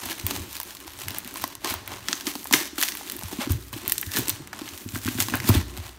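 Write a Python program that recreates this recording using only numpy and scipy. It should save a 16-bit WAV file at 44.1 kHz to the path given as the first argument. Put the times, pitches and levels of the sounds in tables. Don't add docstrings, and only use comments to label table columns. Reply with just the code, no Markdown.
import sys
import numpy as np
from scipy import signal
from scipy.io import wavfile
from scipy.ndimage import uniform_filter1d

SR = 44100
rng = np.random.default_rng(int(sys.argv[2]) if len(sys.argv) > 2 else 0)


def unload_wav(signal):
    wavfile.write(
        sys.argv[1],
        SR,
        np.round(np.clip(np.atleast_2d(signal).T, -1, 1) * 32767).astype(np.int16),
    )


N = 263778


def from_db(db):
    return 10 ** (np.asarray(db) / 20)


def rms_one(x):
    return x / np.sqrt(np.mean(x ** 2) + 1e-20)


def in_time(rows):
    times, *columns = np.transpose(rows)
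    return [np.interp(np.arange(N) / SR, times, column) for column in columns]


def band(x, low_hz, high_hz):
    edges = [low_hz, min(high_hz, .45 * SR)]
    return signal.sosfilt(signal.butter(2, edges, "band", fs=SR, output="sos"), x)


def drift(rate_hz):
    r = np.exp(-80 * np.pi * rate_hz / SR)
    noise = rng.standard_normal(N // 40 + 2002)
    slow = signal.lfilter([1], [1, -2 * r, r * r], noise)[2000:]
    return np.interp(np.arange(N) / 40, np.arange(len(slow)), rms_one(slow))


def resonate(x, modes):
    out = 0
    for k, (hz, width_hz, level_db) in enumerate(modes):
        r = np.exp(-np.pi * width_hz / SR)
        feedback = [1, -2 * r * np.cos(2 * np.pi * hz / SR), r * r]
        ringing = signal.lfilter([1 - r * r, 0, r * r - 1], feedback, x)
        out = out + (-1) ** k * from_db(level_db) * ringing
    return out


def add(out, s, sound):
    i = max(round(s * SR), 0)
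    out[i:i + len(sound)] += sound[:N - i]


def burst(noise, low_hz, high_hz, t60_s, level_db):
    dying = noise * from_db(-60 * np.arange(len(noise)) / SR / t60_s)
    part = band(dying, low_hz, high_hz)
    loudest = np.sqrt(uniform_filter1d(part ** 2, size=44).max())
    return part * from_db(level_db) / loudest


# t/s, cardboard body level/dB, body f/Hz, fibre crack level/dB, tape crackle level/dB
SNAP_EVENTS = [(0.0555, -47, 920, -37, -25), (0.117, -19, 1750, -21, -32), (0.198, -49, 1180, -21.5, -30),
               (0.2663, -22, 1090, -14, -11.5), (0.3096, -17, 930, -13.5, -23),
               (0.337, -41, 1410, -30, -39), (0.5296, -54, 2590, -28.5, -30),
               (0.567, -28, 4140, -26, -25.5), (0.601, -23, 990, -22, -19), (0.614, -31, 970, -26.5, -31),
               (0.632, -35, 980, -29, -24), (0.7077, -29, 1800, -26.5, -40),
               (0.7508, -35, 1020, -29.5, -33), (0.7695, -51, 2500, -28, -38), (0.803, -47, 2000, -33, -37),
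               (0.868, -40, 950, -41, -36.5), (0.8785, -30.5, 945, -28, -37), (0.9352, -45, 2500, -32, -39),
               (1.0018, -40, 1500, -34, -36), (1.0095, -30, 2010, -28, -39), (1.02, -35, 2590, -27, -33),
               (1.0836, -15.5, 2060, -17, -21.5), (1.1065, -24, 3620, -30, -27),
               (1.146, -29, 1200, -33, -32), (1.1848, -22.5, 1780, -29, -16),
               (1.2472, -47, 2500, -28, -33.5), (1.276, -40, 3000, -30, -28), (1.341, -33, 1020, -44, -28),
               (1.358, -22.5, 1010, -23, -33), (1.372, -40, 2250, -25.5, -27), (1.382, -45, 3000, -31, -34),
               (1.4197, -29, 1260, -28, -27), (1.44, -10.5, 1055, -14, -21), (1.4777, -36, 864, -30, -28.5),
               (1.5528, -34, 1060, -27.5, -28.5), (1.646, -17, 890, -14.5, -23),
               (1.658, -19, 1020, -22, -43), (1.675, -35, 950, -26, -35), (1.7003, -50, 1610, -23.5, -24),
               (1.7399, -16.5, 930, -23, -19.5), (1.8771, -21, 2230, -34, -26),
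               (1.933, -47, 1730, -29, -45), (2.0851, -12, 1980, -10, -29), (2.1122, -50, 2440, -23, -37),
               (2.1296, -13.5, 1860, -6.5, -30), (2.2097, -25, 1520, -21, -30.5),
               (2.2688, -23, 2110, -13, -32), (2.287, -48, 2550, -23, -33), (2.354, -22, 940, -20, -30),
               (2.4433, -44, 1980, -56, -26.5), (2.4561, -21.5, 1010, -29, -39),
               (2.4717, -37, 1360, -28, -28), (2.511, -17, 1000, -20, -30), (2.527, -30, 2300, -5, -8.5),
               (2.5374, 2.5, 2070, -0.5, -36), (2.544, -27, 1160, -20, -18),
               (2.7812, -17.5, 1490, -40, -24), (2.814, -17, 1680, -12, -20), (2.827, -8, 2140, -9.5, -13),
               (2.8341, -18, 1000, -7, -19.5), (2.881, -29, 2590, -18, -29),
               (2.8862, -47, 1990, -12.5, -25), (2.9213, -23, 2010, -20, -35), (2.952, -22, 1600, -45, -26),
               (2.972, -30, 1990, -23.5, -28), (3.011, -25.5, 790, -42, -45), (3.0988, -26, 1950, -18, -24),
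               (3.1205, -58, 2590, -25, -21.5), (3.1662, -34, 1640, -34, -25.5),
               (3.1924, -52, 2520, -47, -29), (3.224, -25.5, 920, -45, -36), (3.235, -52, 1280, -27, -27),
               (3.284, -32, 880, -31, -30.5), (3.3268, -28.5, 790, -31, -32), (3.415, -18, 2100, -27, -35),
               (3.439, -22, 1060, -30, -42), (3.4975, -26, 1060, -28, -40), (3.52, -51, 2590, -35, -18.5),
               (3.729, -27, 1090, -31, -29), (3.879, -45, 2410, -19, -11.5),
               (3.8972, -40, 3040, -16.5, -13.5), (3.9212, -20, 2000, -9, -3), (3.981, -28, 2020, -15, -16),
               (4.0135, -56, 1610, -30, -16.5), (4.029, -16.5, 1990, -42, -46),
               (4.066, -47, 2400, -25.5, -35), (4.1177, -28, 1900, -19.5, -27),
               (4.137, -22, 2250, -18.5, -28), (4.163, -39, 1540, -16, -20),
               (4.1699, -12.5, 1800, -10, -19.5), (4.187, -21, 1500, -27, -16),
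               (4.283, -54, 2440, -16.5, -16.5), (4.2946, -42, 2550, -21, -8), (4.3, -26, 1610, -13.5, -50),
               (4.474, -29, 2070, -30, -35.5), (4.531, -18.5, 1370, -25.5, -40),
               (4.591, -27, 1300, -27, -43), (4.6784, -22.5, 2120, -51, -52), (4.6896, -40, 1360, -23, -35),
               (4.777, -45, 3000, -28, -32), (4.889, -54, 1070, -26, -54), (4.957, -18, 1490, -42, -53),
               (4.9756, -31.5, 700, -34, -27.5), (5.061, -21, 2000, -40, -27),
               (5.067, -29, 3040, -19.5, -25), (5.0782, -15, 1570, -45, -34), (5.0866, -18, 2500, -21, -28),
               (5.186, -17.5, 1470, -36, -48), (5.2029, -13.5, 2160, -8.5, -11),
               (5.224, -33, 2400, -16, -19), (5.264, -44, 1840, -27, -37), (5.285, -16, 1120, -17, -28),
               (5.299, -20, 2590, -41, -29), (5.3386, -10, 1560, -24, -31), (5.3477, -17, 1500, -54, -38),
               (5.3548, -38, 2520, -33, -18), (5.3713, -26, 1700, -34, -26), (5.402, -15, 2070, -19, -29),
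               (5.443, -20, 1820, -32, -52), (5.4907, -10.5, 1190, -14, -9.5), (5.502, -13, 960, -30, -26),
               (5.5493, -13.5, 3530, -36, -20), (5.775, -29.5, 810, -25, -31)]
# low f/Hz, high f/Hz, time to fall 60 dB t/s, added level/dB
CRACK_RANGES = [(2270, 7000, 0.018, -2), (5440, 13600, 0.012, 5)]
BODY_T60_S, BODY_SPAN, BODY_DB = 0.019, 1.586, -7
WALL_SPAN, WALL_T60_S, WALL_DB = 1.1, 0.023, -18
TAPE_OCTAVES_PER_DB, TAPE_TOP_OCTAVES = 1, 0.83
TABLE_ECHO_S, TABLE_ECHO_DB = 0.0044, -19


def snaps():
    out = np.zeros(N)
    noises = rng.standard_normal((len(SNAP_EVENTS), 900))
    noises[:, 0] = 9 * np.sign(noises[:, 0])
    lags = TABLE_ECHO_S * rng.uniform(.85, 1.15, len(SNAP_EVENTS))
    for (s, body_db, hz, fibre_db, tape_db), noise, lag in zip(SNAP_EVENTS, noises, lags):
        sound = burst(noise, hz / BODY_SPAN, hz * BODY_SPAN, BODY_T60_S, body_db + BODY_DB)
        sound += burst(noise, hz / WALL_SPAN, hz * WALL_SPAN, WALL_T60_S, body_db + WALL_DB)
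        tape_octaves = np.clip(TAPE_OCTAVES_PER_DB * (tape_db - fibre_db), 0, TAPE_TOP_OCTAVES)
        lifts = [1, 2 ** tape_octaves]
        for db, lift, (low, high, t60_s, band_db) in zip([fibre_db, tape_db], lifts, CRACK_RANGES):
            sound += burst(noise, low * lift, high * lift, t60_s / lift, db + band_db)
        add(out, s, sound)
        add(out, s + lag, from_db(TABLE_ECHO_DB) * sound)
    return out


# t/s, level/dB, brightness/dB per octave
FINGER_CREEP = [(0, -42.5, -1), (.5, -47, -0.5), (.92, -48, 0.5), (1.1, -57, 4), (1.45, -39.5, 0),
                (1.6, -69, -1), (2.05, -43, -1.5), (2.4, -41.5, 1.5), (2.72, -49, -1), (3.08, -42, -0.5),
                (3.3, -41, -0.5), (3.7, -50.5, 1.5), (3.85, -37, -2.5), (4.1, -45.5, 4.5), (4.5, -61, -14),
                (4.75, -49.5, 4.5), (5.3, -41.5, 5.5), (5.64, -49, -1.5), (5.86, -41.5, -2),
                (5.98, -56.5, -2)]
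# peak t/s, peak level/dB, swell t/s, fade t/s, brightness/dB per octave
HAND_PULLS = [(.1, -32.5, 0.25, 0.11, -1), (.315, -33.5, 0.25, 0.23, -1), (.566, -37.5, 0.19, 0.045, 0),
              (.703, -40, 0.15, 0.052, -0.5), (.87, -49, 0.18, 0.12, -7), (1.013, -38, 0.074, 0.12, 0),
              (1.179, -37, 0.3, 0.043, -2.5), (1.37, -42.5, 0.65, 0.26, -3.5),
              (1.526, -39, 0.024, 0.023, -1), (1.654, -32.5, 0.034, 0.25, -3.5),
              (1.709, -27, 0.081, 0.046, -1), (1.916, -37, 0.082, 0.13, -4),
              (2.094, -36.5, 0.028, 0.23, -1), (2.275, -26.5, 0.026, 0.047, -0.5),
              (2.535, -14.5, 0.0096, 0.099, -0.5), (2.784, -19, 0.0048, 0.011, -1),
              (2.828, -26.5, 0.064, 0.2, 1.5), (3.335, -37.5, 0.051, 0.11, -1),
              (3.419, -28, 0.037, 0.074, -3.5), (3.517, -33.5, 0.053, 0.064, 0.5),
              (3.732, -30.5, 0.0041, 0.043, -2), (3.778, -31.5, 0.03, 0.015, 0),
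              (3.917, -44, 0.11, 0.4, 6.5), (4.18, -22.5, 0.068, 0.06, 0.5), (4.293, -36.5, 0.35, 0.21, -1),
              (4.533, -43.5, 0.0082, 0.7, -3.5), (4.684, -40.5, 0.19, 0.33, -0.5),
              (4.959, -36, 0.081, 0.1, -0.5), (5.078, -32.5, 0.087, 0.18, -1),
              (5.21, -21, 0.042, 0.052, 0.5), (5.35, -31, 0.075, 0.089, -6), (5.493, -20, 0.038, 0.019, 1),
              (5.562, -27, 0.2, 0.074, -2)]
SWING_DB = 20


def hands():
    creep_db, creep_tilt = in_time(FINGER_CREEP)
    power = from_db(2 * creep_db)
    weighted_tilt, t = power * creep_tilt, np.arange(N) / SR
    for s, db, swell_s, fade_s, bright in HAND_PULLS:
        near = slice(max(round((s - 2 * swell_s) * SR), 0), round((s + 2 * fade_s) * SR))
        away = np.maximum((s - t[near]) / swell_s, (t[near] - s) / fade_s)
        part = from_db(2 * (db - SWING_DB * away))
        power[near] += part
        weighted_tilt[near] += part * bright
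    return 10 * np.log10(power), weighted_tilt / power


# f/Hz, level/dB per Hz
RUSTLE_COLOUR = [(520, -12), (800, 0), (1000, -1), (1400, -4), (2200, -0.5), (3400, 1.5), (5000, -2),
                 (9000, -1), (15000, -1.5)]
HUMP_HZ, HUMP_OCTAVES = 900, 2
HUMP_DB, HUMP_PER_BRIGHTNESS = 3, 0.14
GRAIN_DB = -3
GRAIN_MERGE = .6
TICK_TOP_DB = -38


def rustle(level_db, tilt):
    hump_db = HUMP_DB + HUMP_PER_BRIGHTNESS * tilt
    grain_db = GRAIN_DB - GRAIN_MERGE * np.maximum(level_db - TICK_TOP_DB, 0)
    born = rng.random(N) < 360 * from_db(5 * drift(15)) / SR
    sizes = from_db(7.0 * np.minimum(rng.exponential(1, N), 3)) * born
    puffs = signal.lfilter([1], [1, -.96], sizes)
    hiss = rng.standard_normal((2, N)) * (1 + from_db(grain_db) * rms_one(puffs))
    out, together, edges = 0, drift(20), 400 * 2 ** np.arange(0, 5.6, .5)
    points = np.array(RUSTLE_COLOUR)
    for k, (low, high) in enumerate(zip(edges, edges[1:])):
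        hz = np.sqrt(low * high)
        colour_db = np.interp(np.log(hz), np.log(points[:, 0]), points[:, 1])
        colour_db = colour_db + tilt * np.log2(hz / 4000)
        octaves_away = np.log2(hz / HUMP_HZ)
        colour_db += hump_db * np.exp(-(octaves_away / HUMP_OCTAVES) ** 2)
        patchy_db = 1.5 * (together + 0.15 * drift(6.3))
        out = out + from_db(colour_db + patchy_db) * band(hiss[k % 2], low, high)
    return from_db(level_db) * out / np.sqrt(uniform_filter1d(out ** 2, size=SR // 4))


# low f/Hz, high f/Hz, level/dB over the rustle before that cut
TICK_RANGES = [(640, 2900, -8.5), (2020, 7240, -7), (5250, 10900, -3.5), (7550, 23000, -11)]
TICKS_PER_S, TICK_SPREAD_DB, TICK_CLUMP_DB = 90, 5, 5


def ticks(rustle_db):
    level_db = np.minimum(rustle_db, TICK_TOP_DB)
    born = np.flatnonzero(rng.random(N) < TICKS_PER_S * from_db(TICK_CLUMP_DB * drift(12)) / SR)
    sizes = from_db(TICK_SPREAD_DB * np.minimum(rng.exponential(1, len(born)), 2.5))
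    sizes = sizes * rng.choice([-1, 1], len(born))
    out = 0
    for low_hz, high_hz, db in TICK_RANGES:
        clicks = np.full(N, 1e-18)
        clicks[born] = sizes * from_db(3.5 * rng.standard_normal(len(born)))
        out = out + from_db(db - 8.0) * rms_one(band(clicks, low_hz, high_hz))
    return from_db(level_db) * out


# t/s, level/dB, f/Hz
TAPE_SCRAPE = [(4.022, -70, 1960), (4.03, -47, 1930), (4.05, -55, 1820), (4.11, -51, 1800),
               (4.145, -40, 1820), (4.185, -38, 1800), (4.2, -70, 1780)]
SCRAPE_WOBBLE_HZ, SCRAPE_LUMPY_DB = 220, 4


def scrape():
    db, hz = in_time(TAPE_SCRAPE)
    turn = 2 * np.pi * np.cumsum(hz) / SR
    squeal = drift(SCRAPE_WOBBLE_HZ) * np.sin(turn) + drift(SCRAPE_WOBBLE_HZ) * np.cos(turn)
    return from_db(db + SCRAPE_LUMPY_DB * drift(25)) * squeal


def blows(events, t60_s, rise_s, gain_db):
    out, t = np.zeros(N), np.arange(SR) / SR
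    shape = (1 - np.exp(-t / rise_s)) * from_db(-60 * t / t60_s)
    for s, db, hz in events:
        add(out, s, from_db(db + gain_db) * shape / shape.max() * np.sin(2 * np.pi * hz * t))
    return out


def rubbing(modes, level_db, lumpy_db):
    shaken = resonate(resonate(rng.standard_normal(N), modes), modes)
    return from_db(level_db + lumpy_db * drift(10.5)) * rms_one(shaken)


# t/s, level/dB, f/Hz
BOX_BOOMS = [(0.06, -34.5, 258), (0.1, -34.5, 336), (0.2, -40.5, 326), (0.24, -35, 190), (0.337, -33, 265),
             (0.395, -38.5, 255), (0.855, -40, 317), (1.109, -35.5, 264), (1.254, -37, 235),
             (1.441, -31.5, 287), (1.645, -31.5, 320), (1.719, -30, 278), (2.092, -30, 275),
             (2.135, -34, 287), (2.272, -25, 298), (2.357, -30, 280), (2.513, -25, 251), (2.528, -34, 290),
             (2.539, -19, 299), (2.61, -30.5, 322), (2.73, -35, 295), (2.784, -28.5, 288), (3.13, -36, 248),
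             (3.155, -36, 318), (3.234, -34, 194), (3.328, -28.5, 292), (3.388, -21.5, 244),
             (3.472, -22.5, 280), (3.502, -24.5, 250), (3.731, -37, 244), (3.762, -30, 295),
             (3.88, -35, 273), (4.07, -41, 278), (4.164, -35, 436), (4.175, -29.5, 256),
             (4.189, -20.5, 270), (4.223, -34, 425), (4.283, -28, 293), (4.402, -34, 300),
             (4.615, -28.5, 295), (4.86, -30, 248), (4.935, -33, 229), (4.961, -25, 270),
             (5.057, -23.5, 235), (5.082, -20, 270), (5.151, -26.5, 245), (5.187, -22.5, 268),
             (5.208, -34, 238), (5.283, -33, 234), (5.322, -28.5, 260), (5.339, -20.5, 270),
             (5.446, -24.5, 219), (5.49, -23, 354), (5.4918, -12, 240), (5.551, -17, 277),
             (5.585, -24, 200), (5.778, -37, 228)]
# f/Hz, width/Hz, level/dB
BOX_AIR_MODES = [(182, 52, -6.5), (236, 39.8, -4.5), (278, 25.5, -1.35), (349, 78, -4.5), (490, 285, -11.5)]
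BOOM_T60_S, BOOM_RISE_S, BOOM_DB = 0.031, .005, 1.5
HUM_DB, USUAL_RUSTLE_DB = -51, -41.5
HUM_FOLLOWS, GRIP_SHARE = 0.2, .55


def box_air(shove_db, rustle_db):
    hum_db = HUM_DB + HUM_FOLLOWS * shove_db + GRIP_SHARE * (rustle_db - USUAL_RUSTLE_DB)
    booms = blows(BOX_BOOMS, BOOM_T60_S, BOOM_RISE_S, BOOM_DB)
    return booms + rubbing(BOX_AIR_MODES, hum_db, lumpy_db=3.5)


# t/s, level/dB, f/Hz
TABLE_THUDS = [(0.059, -41.5, 95), (0.239, -25, 90.5), (0.396, -31, 84), (0.875, -46, 79), (0.951, -47, 89),
               (1.079, -40, 91), (1.704, -39, 89), (1.75, -37, 87), (1.886, -41, 86), (2.541, -37, 137),
               (3.244, -30.5, 89), (3.502, -16, 86), (3.735, -35.5, 110), (3.881, -42.5, 99),
               (4.068, -30, 92), (4.182, -29, 119), (4.4, -38, 138), (4.722, -40, 85.6), (4.855, -33, 100),
               (4.936, -28.5, 106), (4.97, -35, 98), (5.056, -27.5, 101), (5.085, -42, 111),
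               (5.158, -32, 120), (5.201, -30, 102), (5.339, -35, 96), (5.4934, -10, 103.6),
               (5.5626, -12.5, 85.5), (5.786, -27.5, 85)]
# f/Hz, width/Hz, level/dB
TABLE_TOP_MODES = [(95.3, 32, 6.5), (130, 56, 3)]
THUD_T60_S, THUD_RISE_S, THUD_DB = 0.097, 0.012, 1


def table_top(rumble_db):
    thuds = blows(TABLE_THUDS, THUD_T60_S, THUD_RISE_S, THUD_DB)
    return thuds + rubbing(TABLE_TOP_MODES, rumble_db, lumpy_db=4.5)


# f/Hz, width/Hz, level/dB
FRAME_MODES = [(35, 22, -25), (67.5, 19, 15)]
FRAME_HZ, FRAME_T60_S, FRAME_RISE_S, FRAME_DB = 61, 1.3, .03, -26
SWAY_DB, SWAY_FOLLOWS, SWAY_REST_DB = -66, 0.5, -61


def table_frame(shove_db):
    sway_power = from_db(2 * (SWAY_DB + SWAY_FOLLOWS * shove_db))
    sway_db = 10 * np.log10(from_db(2 * SWAY_REST_DB) + sway_power)
    hits = [(s, db, FRAME_HZ) for s, db, _ in TABLE_THUDS]
    ringing = blows(hits, FRAME_T60_S, FRAME_RISE_S, FRAME_DB)
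    return ringing + rubbing(FRAME_MODES, sway_db, lumpy_db=0.5)


# f/Hz, width/Hz, level/dB
STILL_AIR_MODES = [(28, 42, -6), (1190, 920, -13)]
STILL_AIR_DB = -55.5


def still_air():
    return from_db(STILL_AIR_DB) * rms_one(resonate(rng.standard_normal(N), STILL_AIR_MODES))


# low f/Hz, high f/Hz, time to fall 60 dB t/s, level/dB per Hz
ROOM_RANGES = [(199, 600, 0.35, 9), (605, 1260, 0.33, 3), (1480, 2470, 0.41, 4.5), (2520, 7260, 0.53, 0.5),
               (5440, 6300, 0.2, 2), (10100, 40000, 0.1, 1)]
ROOM_DB, ROOM_BUILD_S = -13, 0.0014


def room(x):
    t = np.arange(SR // 2) / SR
    noise = rng.standard_normal(len(t))
    echoes = np.zeros(len(t))
    for low, high, t60_s, db in ROOM_RANGES:
        fading = np.sqrt(high - low) * from_db(db - 60 * t / t60_s)
        echoes += rms_one(band(noise, low, high)) * fading
    echoes *= 1 - np.exp(-(t / ROOM_BUILD_S) ** 2)
    echoes /= np.sqrt(np.sum(echoes ** 2))
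    return from_db(ROOM_DB) * signal.fftconvolve(x, echoes)[:N]


# t/s, table rumble level/dB
BOX_SHOVES = [(0, -53), (.21, -60), (.3, -40.5), (.55, -55), (.81, -69), (1.12, -52.5), (1.58, -61),
              (1.74, -57), (1.82, -50.5), (2.21, -60), (2.82, -67), (3.0, -63), (3.37, -59), (3.55, -34.5),
              (3.71, -53), (4.05, -58), (4.19, -44), (4.42, -46), (4.82, -64), (4.95, -50.5), (5.46, -40),
              (5.58, -32), (5.66, -43.5), (5.98, -63)]
USUAL_SHOVE_DB = -59


def scene():
    rumble_db, = in_time(BOX_SHOVES)
    shove_db = rumble_db - USUAL_SHOVE_DB
    rustle_db, tilt = hands()
    sharp = snaps() + rustle(rustle_db, tilt) + ticks(rustle_db) + scrape()
    box = box_air(shove_db, rustle_db)
    table = table_top(rumble_db) + table_frame(shove_db)
    return (sharp + box + table + still_air() + room(sharp + 0.54 * box))[None]


MIC_LOW_HZ, CUTOFF_HZ = 33.5, 16250
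MIC_DIP_HZ, MIC_DIP_WIDTH_HZ, MIC_DIP_SHARE = 10540, 840, 0.51


def record(dry):
    dry = signal.sosfilt(signal.butter(2, MIC_LOW_HZ, "high", fs=SR, output="sos"), dry)
    unity_db = -20 * np.log10(2)
    dipped = dry - MIC_DIP_SHARE * resonate(dry, [(MIC_DIP_HZ, MIC_DIP_WIDTH_HZ, unity_db)])
    rounded = 1.15 * np.tanh(dipped / 1.15)
    return signal.sosfilt(signal.cheby2(18, 70, CUTOFF_HZ, fs=SR, output="sos"), rounded)


dry = scene()
out = record(dry)
unload_wav(out)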